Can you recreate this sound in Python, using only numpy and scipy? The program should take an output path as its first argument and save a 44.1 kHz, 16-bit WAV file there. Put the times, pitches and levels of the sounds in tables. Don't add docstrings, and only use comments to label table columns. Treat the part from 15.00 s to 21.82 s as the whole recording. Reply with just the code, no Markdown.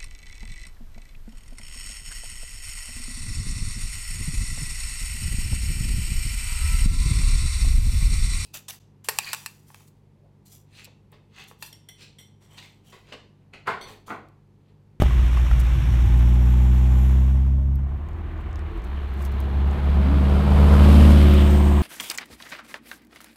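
import sys
import numpy as np
from scipy import signal
from scipy.fft import rfft, irfft, next_fast_len
from scipy.io import wavfile
from scipy.ndimage import uniform_filter1d

SR = 44100
rng = np.random.default_rng(int(sys.argv[2]) if len(sys.argv) > 2 else 0)


def log_audio(samples):
    frames = np.atleast_2d(samples).T
    limited = np.clip(frames, -1, 1)
    pcm = np.round(limited * 32767).astype(np.int16)
    wavfile.write(sys.argv[1], SR, pcm)


def gain_from_decibels(decibels):
    exponent = np.asarray(decibels, float) / 20
    return 10 ** exponent


N = 300762
PADDED = next_fast_len(N)

# frequency in Hz, density in dB per Hz.
RUMBLE_COLOUR = [(20, -18.5), (40, 1.5), (90, -4.5), (150, -12), (200, -10), (265, -20), (340, -13),
                 (420, -22.5), (520, -62.5)]
# frequency in Hz, density in dB per Hz.
TYRE_COLOURS = [
    [(250, -37), (420, 1.5), (842, 1.8), (950, -0.5), (1090, 0), (1520, -10), (2500, -10.5), (3540, -14.5),
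     (4780, -27), (5570, -17.5), (10300, -18.5), (13000, -16.5), (15600, -33.5)],
    [(250, -7), (420, -6.5), (543, -5.5), (735, -3), (1050, -7), (1500, -10.5), (1900, -11), (2860, -16.5),
     (4240, -29.5), (4930, -39), (11500, -39.5), (15600, -42)],
    [(250, -12), (420, -0.5), (543, -10), (735, -3.5), (1390, -12.5), (1560, -14), (2050, -17), (2860, -19),
     (4240, -25.5), (4930, -35.5), (11500, -32), (15600, -36)],
    [(250, -26), (420, 2), (446, 2), (467, 4), (577, -1.5), (702, -0.5), (1020, -1), (1250, -5),
     (1450, -11.5), (1790, -15), (2700, -17), (3400, -20.5), (5910, -35), (9030, -32.5), (10500, -32),
     (11700, -32), (13000, -39), (15600, -41)],
    [(250, -38), (420, -18), (671, 7), (792, 6), (936, 11), (1320, -2), (1470, -7.5), (3090, -14),
     (5570, -34), (8630, -22), (10300, -36), (13000, -28), (15600, -32)],
]
# time in seconds, view (0 far, 1 descent, 2 passing, 3 leaving).
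ROAD_VIEW = [(3.55, 0), (3.95, 1), (4.3, 1), (5.3, 2), (6.3, 2), (6.45, 3)]
# time in seconds, rumble over roar in dB, rasp depth from 0 to 1.
RUMBLE_AND_RASP = [(0, 12, .2), (.4, 8, .2), (.7, -8, .2), (1.05, 11, .2), (1.3, 5, .2), (2.65, 0, .2),
                   (3.0, 11, .1), (3.9, 10, .13), (4.4, 6, .15), (5.8, 6, .25), (6.35, 5, .3),
                   (6.55, 3, .65)]
# time in seconds, level in dB.
SALOON_NEARNESS = [(0, 3.5), (.1, -1.5), (.9, -2), (1.6, -3), (2.12, -4), (2.25, -7.5), (2.38, -13),
                   (2.58, -20), (3.1, -38)]
# time in seconds, level in dB.
COUPE_NEARNESS = [(2.4, -58), (2.8, -30), (3.25, -21), (4.3, -14), (5.0, -9.5), (5.4, -5), (5.85, -0.5),
                  (6.25, -2.5), (6.82, -6.5)]
# change of roar, whoosh and hiss in dB per dB of nearness.
AIR_FOLLOW = [
    (.5, 0.91, 0.69),
    (1.2, 1.023, 1.53),
]
# roar in dB, whoosh in dB, hiss in dB.
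SALOON_NOISE_DB = [
    (-47, -41.5, -55.5),
    (-44.5, -46, -56),
    (-44, -45, -57),
]
# roar in dB, whoosh in dB, hiss in dB.
COUPE_NOISE_DB = [
    (-28.5, -35.5, -47),
    (-28, -34, -46.5),
    (-28.5, -35.5, -45.5),
    (-30.5, -35, -40.5),
    (-43, -32, -42.5),
]
# gain of roar, whoosh and hiss in dB per unit of rasp.
RASP_LIFT_DB = (8, -2, 7.5)
# roar in dB, whoosh in dB, hiss in dB.
VALLEY_DB = (-50.5, -75, -74)
# time in seconds, frequency in Hz, depth from 0 to 1.
ASPHALT_DIP = [(6.3, 900, 0), (6.45, 999, 0.6), (6.57, 1170, .75), (6.7, 1310, .6), (6.82, 1370, .5)]

# start in seconds, end in seconds, frequency in Hz, width in Hz, level in dB, flicker in
# dB.
ROAR_SWELLS = [(0.88, 2.14, 823, 89, -51.5, 1.4), (1.9, 2.75, 600, 85, -56.5, 1.5),
               (2.95, 3.64, 1047, 104, -55, 1.5), (3.5, 3.7, 1850, 188, -66, 1.5),
               (3.1, 3.55, 327, 48, -48.5, 2.3), (3.85, 4.1, 3000, 300, -58, 1.5),
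               (4.05, 4.3, 357, 13, -42.5, 1.5), (6.0, 6.55, 3214, 1200, -48, 2.5),
               (6.05, 6.55, 1225, 160, -43.5, 2.3), (.05, .9, 1350, 230, -56, 1.5),
               (6.3, 6.8, 5300, 990, -57, 1.5), (4.4, 6, 810, 130, -50, 1.5),
               (5.75, 6.55, 2940, 1000, -44, 2.8), (5.68, 6.18, 1120, 200, -41.5, 2.3),
               (6.35, 6.82, 480, 150, -46, 2), (3.55, 3.95, 335, 24, -49, 2), (3.6, 3.95, 435, 24, -52, 2),
               (6.15, 6.55, 573, 76, -39.5, 2.54), (5.75, 6.3, 11500, 730, -65, 1.45),
               (5.3, 6.2, 12000, 439, -71, 1.5), (1.3, 2.37, 7140, 400, -66, 1.5),
               (1.88, 2.25, 11500, 2500, -60, 1.5), (1.95, 2.2, 6700, 400, -63, 2.5),
               (0, 2.2, 576, 180, -58, 1.5), (6.15, 6.5, 13600, 1600, -57, 1.5),
               (6.1, 6.5, 900, 250, -43, 2), (0.5, 2.3, 14900, 1200, -71, 1.5)]
# start in seconds, end in seconds, frequency in Hz, width in Hz,
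# level in dB, flicker in dB.
SQUEAK_BANDS = [
    (1.2, 2.3, 7430, 200, -70, 3),
    (1.0, 2.3, 13350, 160, -68.5, 3),
    (.1, 1.6, 5600, 400, -66, 3),
]
# time in seconds, frequency in Hz, level in dB.
BRAKE_SQUEAL = [
    (2.3, 4890, -90),
    (2.4, 4900, -79.5),
    (2.52, 4750, -77),
    (2.62, 4760, -97),
]
# time in seconds, frequency in Hz, level in dB.
GEAR_WHINE = [
    (5.5, 577, -58),
    (5.7, 567.3, -43),
    (5.9, 561, -45),
    (6.15, 549, -44),
    (6.35, 539, -44),
    (6.55, 533.6, -58),
]
# time in seconds, frequency in Hz, level in dB.
INTAKE_HOOT = [
    (5.03, 212.3, -32),
    (5.07, 250, -31),
    (5.1, 278.2, -26.5),
    (5.14, 291.3, -29.5),
    (5.18, 275, -31.5),
    (5.23, 250, -33),
]

# time in seconds, peak below 8 kHz in dB, peak above in dB.
GRIT_TICKS = [(0.0184, -40, -41), (0.2424, -45, -52), (0.2844, -38, -59), (2.6031, -64, -55),
              (2.632, -62, -53), (2.677, -64, -59), (2.9762, -64, -59), (3.5145, -55, -66),
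              (3.405, -58, -68), (3.415, -60, -69), (4.2225, -46, -46), (4.2405, -48, -50),
              (4.2655, -44, -50), (4.3182, -50, -50), (4.326, -52, -52), (4.347, -53, -60),
              (4.409, -58, -50), (2.757, -48, -43), (3.088, -44, -49), (3.1323, -51, -63),
              (3.3777, -56, -69), (3.53, -43, -66), (3.5577, -37, -51), (3.5923, -43, -60),
              (3.8202, -49, -64.5), (3.8457, -60, -46.5), (4.1404, -54, -45), (4.2183, -48, -48),
              (4.2308, -43, -41), (4.2514, -35, -31), (4.2614, -48, -50), (4.3704, -61, -59),
              (4.4032, -39, -30), (4.4128, -43, -50), (4.4234, -55, -56), (4.7122, -41, -54),
              (6.3384, -41, -28)]
# time in seconds, length in seconds, level in dB.
GRIT_CRUNCHES = [(0.01, 0.026, -43.5), (0.558, .015, -64), (0.591, 0.027, -43), (3.395, .03, -68.5),
                 (3.765, .025, -68), (3.838, .015, -55.5), (4.158, 0.097, -60), (4.211, 0.022, -53),
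                 (4.238, 0.033, -52), (4.225, 0.065, -60), (4.315, .016, -58), (4.4, 0.017, -62),
                 (6.335, 0.015, -43)]
# time in seconds, peak in dB, ring in Hz.
STONE_HITS = [
    (0.108, -17.5, 1100),
    (0.192, -29, 1250),
    (0.372, -13, 1100),
    (0.513, -15, 1340),
    (1.165, -32, 853),
]
# time in seconds, level in dB.
HOUSING_KNOCKS = [
    (0.0195, -9),
    (0.0212, 2.5),
    (0.036, -8.5),
    (0.06, -15),
]
# frequency in Hz, level in dB, 60 dB decay in seconds.
HOUSING_MODES = [
    (132, 2, 0.013),
    (250, -23, 0.02),
    (370, -21, 0.034),
    (596, -16.5, 0.023),
    (780, -19.5, 0.028),
    (1170, -27.5, 0.025),
    (2830, -27, 0.0065),
]

# time in seconds, peak in dB, start in Hz, end in Hz, length in seconds.
LATE_BURNS = [
    (.03, -22, 45, 80, .08),
    (.47, -27, 40, 50, .08),
    (.6, -28, 65, 95, .09),
    (.75, -20, 62, 125, .07),
    (.8, -25, 115, 175, .09),
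    (.865, -16.5, 55, 130, .08),
    (1.03, -17.5, 62, 125, .08),
    (3.82, -33, 28, 33, .35),
    (3.95, -31, 62, 50, .25),
    (4.21, -33, 55, 27, .14),
]
# time in seconds, loss of firing tone in dB.
WEAK_FIRINGS = [(.3, 2), (.49, 3), (.66, 1.5), (.79, 4.5), (.91, 4.5), (1.08, 4), (3.85, 3), (4.1, 3),
                (4.5, 3.5), (4.78, 9), (5.25, 1), (5.45, 5)]
# frequency in Hz, width in Hz, level in dB.
PIPE_MODES = [
    (760, 170, 2),
    (1050, 220, -3),
]
CYLINDER_LEVELS = [
    (0, -10, -9, -11),
    (-5, 0, -5, -3),
]
# time in seconds, firing tone in dB, effort as overtones over the tone in dB.
SALOON_EFFORT = [(0, -19, -6.5), (.2, -14.5, -16), (.6, -15, -14.5), (.85, -15, -13), (1.05, -13, -13),
                 (1.3, -14, -9), (2.201, -14.5, -10.5), (2.72, -19.5, -10.5), (3.1, -32, -12.5)]
# time in seconds, firing rate in Hz.
SALOON_FIRING = [(0, 60.9), (.6, 58.93), (1.15, 59.3), (1.5, 61.56), (2.0, 63.5), (2.72, 67.7),
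                 (3.17, 69.7)]
# time in seconds, load (0 light, 1 pulling, 2 behind the bank), unevenness in dB.
SALOON_STATE = [(0, 0, 2.2), (.8, .1, 3.2), (1.1, .45, 2.6), (1.3, 1, .7), (2.15, 1, .8), (2.5, 2, 1),
                (3.2, 2, 2.5)]
# time in seconds, firing tone in dB, overtones over the tone in dB.
COASTING_EFFORT = [(2.499, -41, -9), (2.9, -37.5, 1.5), (3.1, -38, 6), (3.5, -37, 5), (3.65, -34, 4),
                   (3.78, -38, -8), (3.87, -46, .1)]
# time in seconds, firing rate in Hz.
COASTING_FIRING = [(2.5, 39.1), (2.9, 39.64), (3.2, 40.1), (3.45, 38.3), (3.62, 38.3), (3.85, 39.6)]
# time in seconds, firing tone in dB, overtones over the tone in dB.
COUPE_EFFORT = [(3.72, -28.5, -24), (4.0, -26.5, -22), (4.4, -23, -13.5), (4.66, -18, -14),
                (5.1, -16, -9.5), (5.35, -15, -8.5), (5.88, -9.5, -7), (6.08, -9.5, -6.5),
                (6.82, -15.5, -8)]
# time in seconds, firing rate in Hz.
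COUPE_FIRING = [(3.7, 40.13), (3.8, 50.7), (3.93, 70.35), (4.2, 67.87), (4.5, 68.5), (4.7, 69.82),
                (5.1, 70.63), (5.55, 72.72), (6.0, 73.9), (6.3, 72.77), (6.82, 72.25)]
# time in seconds, side heard (0 distant, 1 far, 2 front, 3 alongside, 4 tailpipe),
# unevenness in dB.
COUPE_STATE = [(3.7, 0, 3), (4.4, 0, 1.5), (4.6, 0, 1.5), (4.9, 1, 2), (5.3, 2, 2), (5.7, 2, 1.5),
               (5.95, 3, 1), (6.1, 3, 1), (6.3, 4, 1.3), (6.82, 4, 1.3)]
# level in dB at .5, .75, 1, .. times the firing rate.
SALOON_EXHAUST = [
    [-37, -14.5, 0, -17, -22.5, -37, -19, -18.5, -31, -32, -32, -36, -34.5, -38.5, -38.5, -42, -36, -46,
     -50, -46, -48, -37, -42.5, -42],
    [-42, -28, 0, -41, -24.5, -31, -13.5, -34.5, -45, -37, -22, -40, -36.5, -37.5, -28.5, -51, -37, -54,
     -35.5, -42, -43, -47, -38, -60],
    [-31.5, -23, 0, -28, -22, -34, -14.5, -32, -34, -38, -23.5, -35.5, -38, -43, -29, -47, -47, -49, -41,
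     -46.5, -45.5, -46.5, -52, -54],
]
COASTING_EXHAUST = [
    [-46, -28, 0, -23.5, -5.5, -21, 0, -23, -31, -29, -22.5, -28, -35, -26, -23.5],
]
COUPE_EXHAUST = [
    [-20, -28, 0, -16, -17, -22, -14.5, -25.5, -27, -20.5, -16.5, -29, -26, -32, -28, -37, -43, -43, -26.5,
     -33, -33, -50, -29, -47, -53, -47, -45, -34, -49, -43, -55, -51, -50, -38, -33, -48, -52, -42, -51],
    [-18, -33, 0, -28, -33, -18, -13.5, -17.5, -13.5, -15, -20, -15, -24, -32, -26.5, -39, -44, -47, -27,
     -29.5, -31, -54, -37, -48, -55, -47, -42, -30, -50, -45, -58, -52, -51, -40, -26.5, -49, -53, -42, -52],
    [-23, -36, 0, -38, -29, -23, -11.3, -17.5, -26, -10, -20.5, -29, -25.5, -30, -24.5, -52, -53, -31.5,
     -25, -28.5, -40, -25, -32, -31, -29, -31, -52, -45, -39, -42, -26, -52, -58, -49, -26, -56, -54, -50,
     -54],
    [-23, -38, 0, -34, -25, -23, -11, -42, -37, -8.5, -18.5, -13, -42, -26, -18, -52, -44, -24, -25.5, -46,
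     -48, -46, -31, -27.5, -44, -35, -36, -38, -24.5, -34, -26, -41, -46, -29, -47, -52, -28, -54, -51],
    [-19, -35, 0, -34, -20.5, -31, -12.5, -36, -22, -9, -16, -25, -32, -25.5, -18, -24, -30, -35, -15.5,
     -28, -36, -37, -37, -37, -34, -32, -33, -32.5, -32, -38, -36, -54, -49, -31, -36, -29.5, -52, -29, -40],]

RASP_FROM = .3


def rms_one(x):
    return x / np.sqrt(np.mean(x ** 2) + 1e-20)


def in_time(rows):
    s, *columns = np.transpose(rows)
    return [np.interp(np.arange(N) / SR, s, column) for column in columns]


def drift(rate, size=N):
    r = np.exp(-80 * np.pi * rate / SR)
    slow = signal.lfilter([1], [1, -2 * r, r * r], rng.standard_normal(size // 40 + 2002))[2000:]
    return np.interp(np.arange(size) / 40, np.arange(len(slow)), rms_one(slow))


def bandpass(order, edges, x):
    return signal.sosfilt(signal.butter(order, edges, "band", fs=SR, output="sos"), x)


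def coloured(colour):
    hz, db = np.transpose(colour)
    grid = np.fft.rfftfreq(PADDED, 1 / SR) + 1
    noise = rfft(rng.standard_normal(PADDED))
    level_db = np.interp(np.log(grid), np.log(hz), db, left=-120, right=-120)
    ripple_db = .8 * drift(36, size=len(grid))
    return noise * gain_from_decibels(level_db + ripple_db)


def layer_db(near, state, rows, follow):
    place, nearness_db = in_time(state)[0], in_time(near)[0]
    return np.array([np.interp(place, np.arange(len(rows)), db) + k * nearness_db
                     for db, k in zip(np.transpose(rows), follow)])


def firing_puff(depth, phase):
    phase = phase - .47
    beat = depth * (1.25 * np.cos(phase) + .55 * np.cos(phase / 4))
    return np.exp(beat) / np.sqrt(uniform_filter1d(np.exp(2 * beat), size=SR // 9))


def road(saloon_phase, coupe_phase):
    rumble_db, rasp = in_time(RUMBLE_AND_RASP)
    t = np.arange(N) / SR
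    view, = in_time(ROAD_VIEW)
    first = gain_from_decibels(layer_db(SALOON_NEARNESS, SALOON_STATE, SALOON_NOISE_DB, AIR_FOLLOW[0]))
    second_db = layer_db(COUPE_NEARNESS, COUPE_STATE, COUPE_NOISE_DB, AIR_FOLLOW[1])
    second = gain_from_decibels(second_db + np.outer(RASP_LIFT_DB, np.maximum(rasp - RASP_FROM, 0)))
    valley = np.outer(gain_from_decibels(VALLEY_DB), np.interp(t, [2.58, 2.94], [0, 1]))
    second = np.hypot(second, valley)
    gains = [first] + [second * np.sqrt(np.clip(1 - np.abs(view - k), 0, 1)) for k in range(4)]
    phase = np.where(t < 2.7, saloon_phase, coupe_phase)

    gust = drift(10.0)
    rumble_level = np.hypot(first[0], second[0]) * gain_from_decibels(rumble_db + drift(15.0))
    out = rumble_level * rms_one(irfft(coloured(RUMBLE_COLOUR), PADDED)[:N])

    colours = [coloured(colour) for colour in TYRE_COLOURS]
    grid = np.fft.rfftfreq(PADDED, 1 / SR) + 1
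    below_1500, below_4600 = [1 / (1 + (grid / hz) ** 8) for hz in (1500, 4600)]
    bands = below_1500, below_4600 - below_1500, 1 - below_4600
    puffs = np.minimum(rasp, .38), .1, .1
    for layer, (band, puff, gust_db) in enumerate(zip(bands, puffs, (.9, .5, .7))):
        noise = sum(gain[layer] * rms_one(irfft(colour * np.sqrt(band), PADDED)[:N])
                    for gain, colour in zip(gains, colours))
        gusts = gain_from_decibels(gust_db * (0.3 * gust + drift(22.0)))
        out += gusts * firing_puff(puff, phase) * noise
    return out


def ground_dip(x):
    hz, depth = in_time(ASPHALT_DIP)
    turn = np.exp(2j * np.pi * np.cumsum(hz) / SR)
    half_width = signal.butter(1, 60, fs=SR, output="sos")
    band = signal.sosfiltfilt(half_width, x / turn) * turn
    return x - 2 * np.clip(depth, 0, 1) * band.real


def flickering_bands(rows):
    out = np.zeros(N)
    for start, end, hz, width_hz, db, flicker_db in rows:
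        t = np.arange(round((end - start) * SR)) / SR
        swell = np.clip(np.minimum(t, t[::-1]) / 0.14, 0, 1)
        noise = rng.standard_normal(3 * SR)[:len(t)]
        flicker = drift(13.0, size=3 * SR)[:len(t)]
        narrow = bandpass(2, [hz - width_hz / 2, hz + width_hz / 2], noise)
        out[round(start * SR):][:len(t)] += swell * gain_from_decibels(db + flicker_db * flicker) * rms_one(narrow)
    return out


def glide(rows):
    hz, db = in_time(rows)
    t = np.arange(N) / SR
    edge = np.clip(np.minimum(t - rows[0][0], rows[-1][0] - t) / 0.016, 0, 1)
    return edge * gain_from_decibels(db) * np.sqrt(2) * np.sin(2 * np.pi * np.cumsum(hz) / SR)


def ring(at_s, db, hz, t60):
    out, start = np.zeros(N), round(at_s * SR)
    t = np.arange(min(round(t60 * SR) + 8, N - start)) / SR
    out[start:start + len(t)] = gain_from_decibels(db - 60 * t / t60) * np.sin(2 * np.pi * hz * t)
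    return out


def scuffs(hits):
    out = np.zeros(N)
    t = np.arange(SR // 16) / SR
    for s, db in hits:
        decay = gain_from_decibels(db - 23 - 60 * t / 0.046)
        out[round((s - .004) * SR):][:len(t)] += decay * np.minimum(t / .004, 1) * 2 * rng.standard_normal(len(t))
    return out


def soft_contact(x):
    return bandpass(1, [500, 3200], x)


def knocks():
    rings = sum(ring(s, db + blow_db, hz, t60) for s, blow_db in HOUSING_KNOCKS for hz, db, t60 in HOUSING_MODES)
    return soft_contact(scuffs([(s, db - 12.5) for s, db in HOUSING_KNOCKS])) - rings


def stones():
    taps = scuffs([row[:2] for row in STONE_HITS])
    for s, db, hz in STONE_HITS:
        taps += ring(s, db - 11, hz, .018) + ring(s + 2 / hz, db - 13, hz, .014)
        taps += ring(s - .002, db - 19, 1880, .022)
        taps += ring(s, db - 18, hz * .66, .02) + ring(s, db - 20, hz * 2.4, .012)
    return soft_contact(taps)


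def grit():
    out = np.zeros(N)
    n = np.arange(260)
    for s, dull_db, bright_db in GRIT_TICKS:
        snap = (n == 0) + 0.59 * rng.standard_normal(260) * gain_from_decibels(-60 * n / SR / 0.005)
        for db, edges in ((dull_db, (4300, 8000)), (bright_db + 2, (7500, 14500))):
            part = bandpass(2, edges, snap)
            out[round(s * SR):][:260] += gain_from_decibels(db) * part / np.abs(part).max()
    for s, length, db in GRIT_CRUNCHES:
        n = round(length * SR)
        grains = (rng.random(n) < .12) * rng.standard_normal(n) * gain_from_decibels(2.0 * rng.exponential(1, n))
        crisp = rms_one(bandpass(2, (5000, 14500), grains))
        out[round(s * SR):][:n] += gain_from_decibels(db) * crisp * np.hanning(n) ** .5
    return out


def tailpipe(phase):
    loud_phase = phase[round(6.6615 * SR)]
    firing = ((phase - loud_phase) // (2 * np.pi)).astype(int)
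    cracks = np.diff(firing, prepend=firing[0]) * gain_from_decibels(1.9 * rng.standard_normal(N))
    pipe = np.zeros(N)
    for (hz, width_hz, db), by_cylinder in zip(PIPE_MODES, CYLINDER_LEVELS):
        blows = cracks * gain_from_decibels(db + np.take(by_cylinder, firing % 4))
        pipe += signal.lfilter(*signal.iirpeak(hz, hz / width_hz, fs=SR), blows)
    pipe = bandpass(2, [600, 1250], pipe)
    return gain_from_decibels(-28) * np.maximum(in_time(RUMBLE_AND_RASP)[1] - RASP_FROM, 0) * rms_one(pipe)


def stumbles():
    out = np.zeros(N)
    for s, db, from_hz, to_hz, length in LATE_BURNS:
        t = np.arange(round(length * SR)) / SR
        swell = gain_from_decibels(db) * np.sin(np.pi * t / length) ** 2
        cycles = from_hz * t + (to_hz - from_hz) * t ** 2 / (2 * length)
        out[round(s * SR):][:len(t)] += swell * np.sin(2 * np.pi * cycles)
    return out


def falter_db():
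    t = np.arange(N) / SR
    return sum(loss_db * np.exp(-((t - s) / 0.056) ** 2) for s, loss_db in WEAK_FIRINGS)


def engine(revs, levels, state, tables, fade_s):
    phase = 2 * np.pi * np.cumsum(in_time(revs)[0]) / SR
    on = slice(round(levels[0][0] * SR), round(levels[-1][0] * SR))
    tone_db, over_db, mix, uneven_db = [c[on] for c in in_time(levels) + in_time(state)]
    loss_db = falter_db()[on]
    lump = uneven_db * drift(17.5, size=len(mix))
    phase[on] += .025 * uneven_db * drift(10, size=len(mix))
    others, power = 0, 0
    for step, order_db in enumerate(zip(*tables)):
        k = (step + 2) / 4
        if k == 1:
            continue
        size = gain_from_decibels(np.interp(mix, np.arange(len(order_db)), order_db))
        lead = rng.uniform(0, 2 * np.pi) * (k % 1 > 0) + np.pi * (k == 3)
        waver = drift(5 + k, size=len(mix)) * (1 if k % 1 else .6)
        sway = 0.19 * max(1, k / 4) * uneven_db * waver[::-1]
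        others = others - size * gain_from_decibels(uneven_db * waver) * np.cos(k * phase[on] + lead + sway)
        power = power + (k > 1.6) * size ** 2 / 2
    overtones = gain_from_decibels(tone_db + over_db - .14 * loss_db + .45 * lump) * others / np.sqrt(power)
    tone = gain_from_decibels(tone_db - loss_db + .3 * lump) * np.sqrt(2) * np.cos(phase[on])
    t = np.arange(len(mix)) / SR
    heard = np.clip(np.minimum(t / fade_s[0], t[::-1] / fade_s[1]), 0, 1)
    sound = np.zeros(N)
    sound[on] = heard * (overtones - tone)
    return sound, phase


def scene():
    saloon, saloon_phase = engine(SALOON_FIRING, SALOON_EFFORT, SALOON_STATE, SALOON_EXHAUST, fade_s=(.001, .1))
    coupe, coupe_phase = engine(COUPE_FIRING, COUPE_EFFORT, COUPE_STATE, COUPE_EXHAUST,
                                fade_s=(.06, .001))
    coasting, _ = engine(COASTING_FIRING, COASTING_EFFORT, [(0, 0, 1.4)], COASTING_EXHAUST, fade_s=(.05, .05))
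    roadside = road(saloon_phase, coupe_phase) + flickering_bands(SQUEAK_BANDS + ROAR_SWELLS)
    roadside = ground_dip(roadside + tailpipe(coupe_phase))
    tones = glide(INTAKE_HOOT) + glide(BRAKE_SQUEAL) + glide(GEAR_WHINE)
    impacts = knocks() + stones() + grit()
    engines = saloon + coupe + coasting + stumbles()
    return (roadside + tones + impacts + engines)[None]


def low_pass(x):
    return signal.sosfilt(signal.butter(12, 15700, fs=SR, output="sos"), x)


def record(dry):
    x = signal.sosfilt(signal.butter(1, 12, "high", fs=SR, output="sos"), dry)
    x = x - .45 * signal.lfilter(*signal.iirpeak(10400, 9, fs=SR), x)
    x = x / (1 + np.abs(x) ** 6) ** (1 / 6)
    x = signal.sosfilt(signal.cheby2(16, 40, 16100, fs=SR, output="sos"), x)
    return low_pass(x)


dry = scene()
out = record(dry)
log_audio(out)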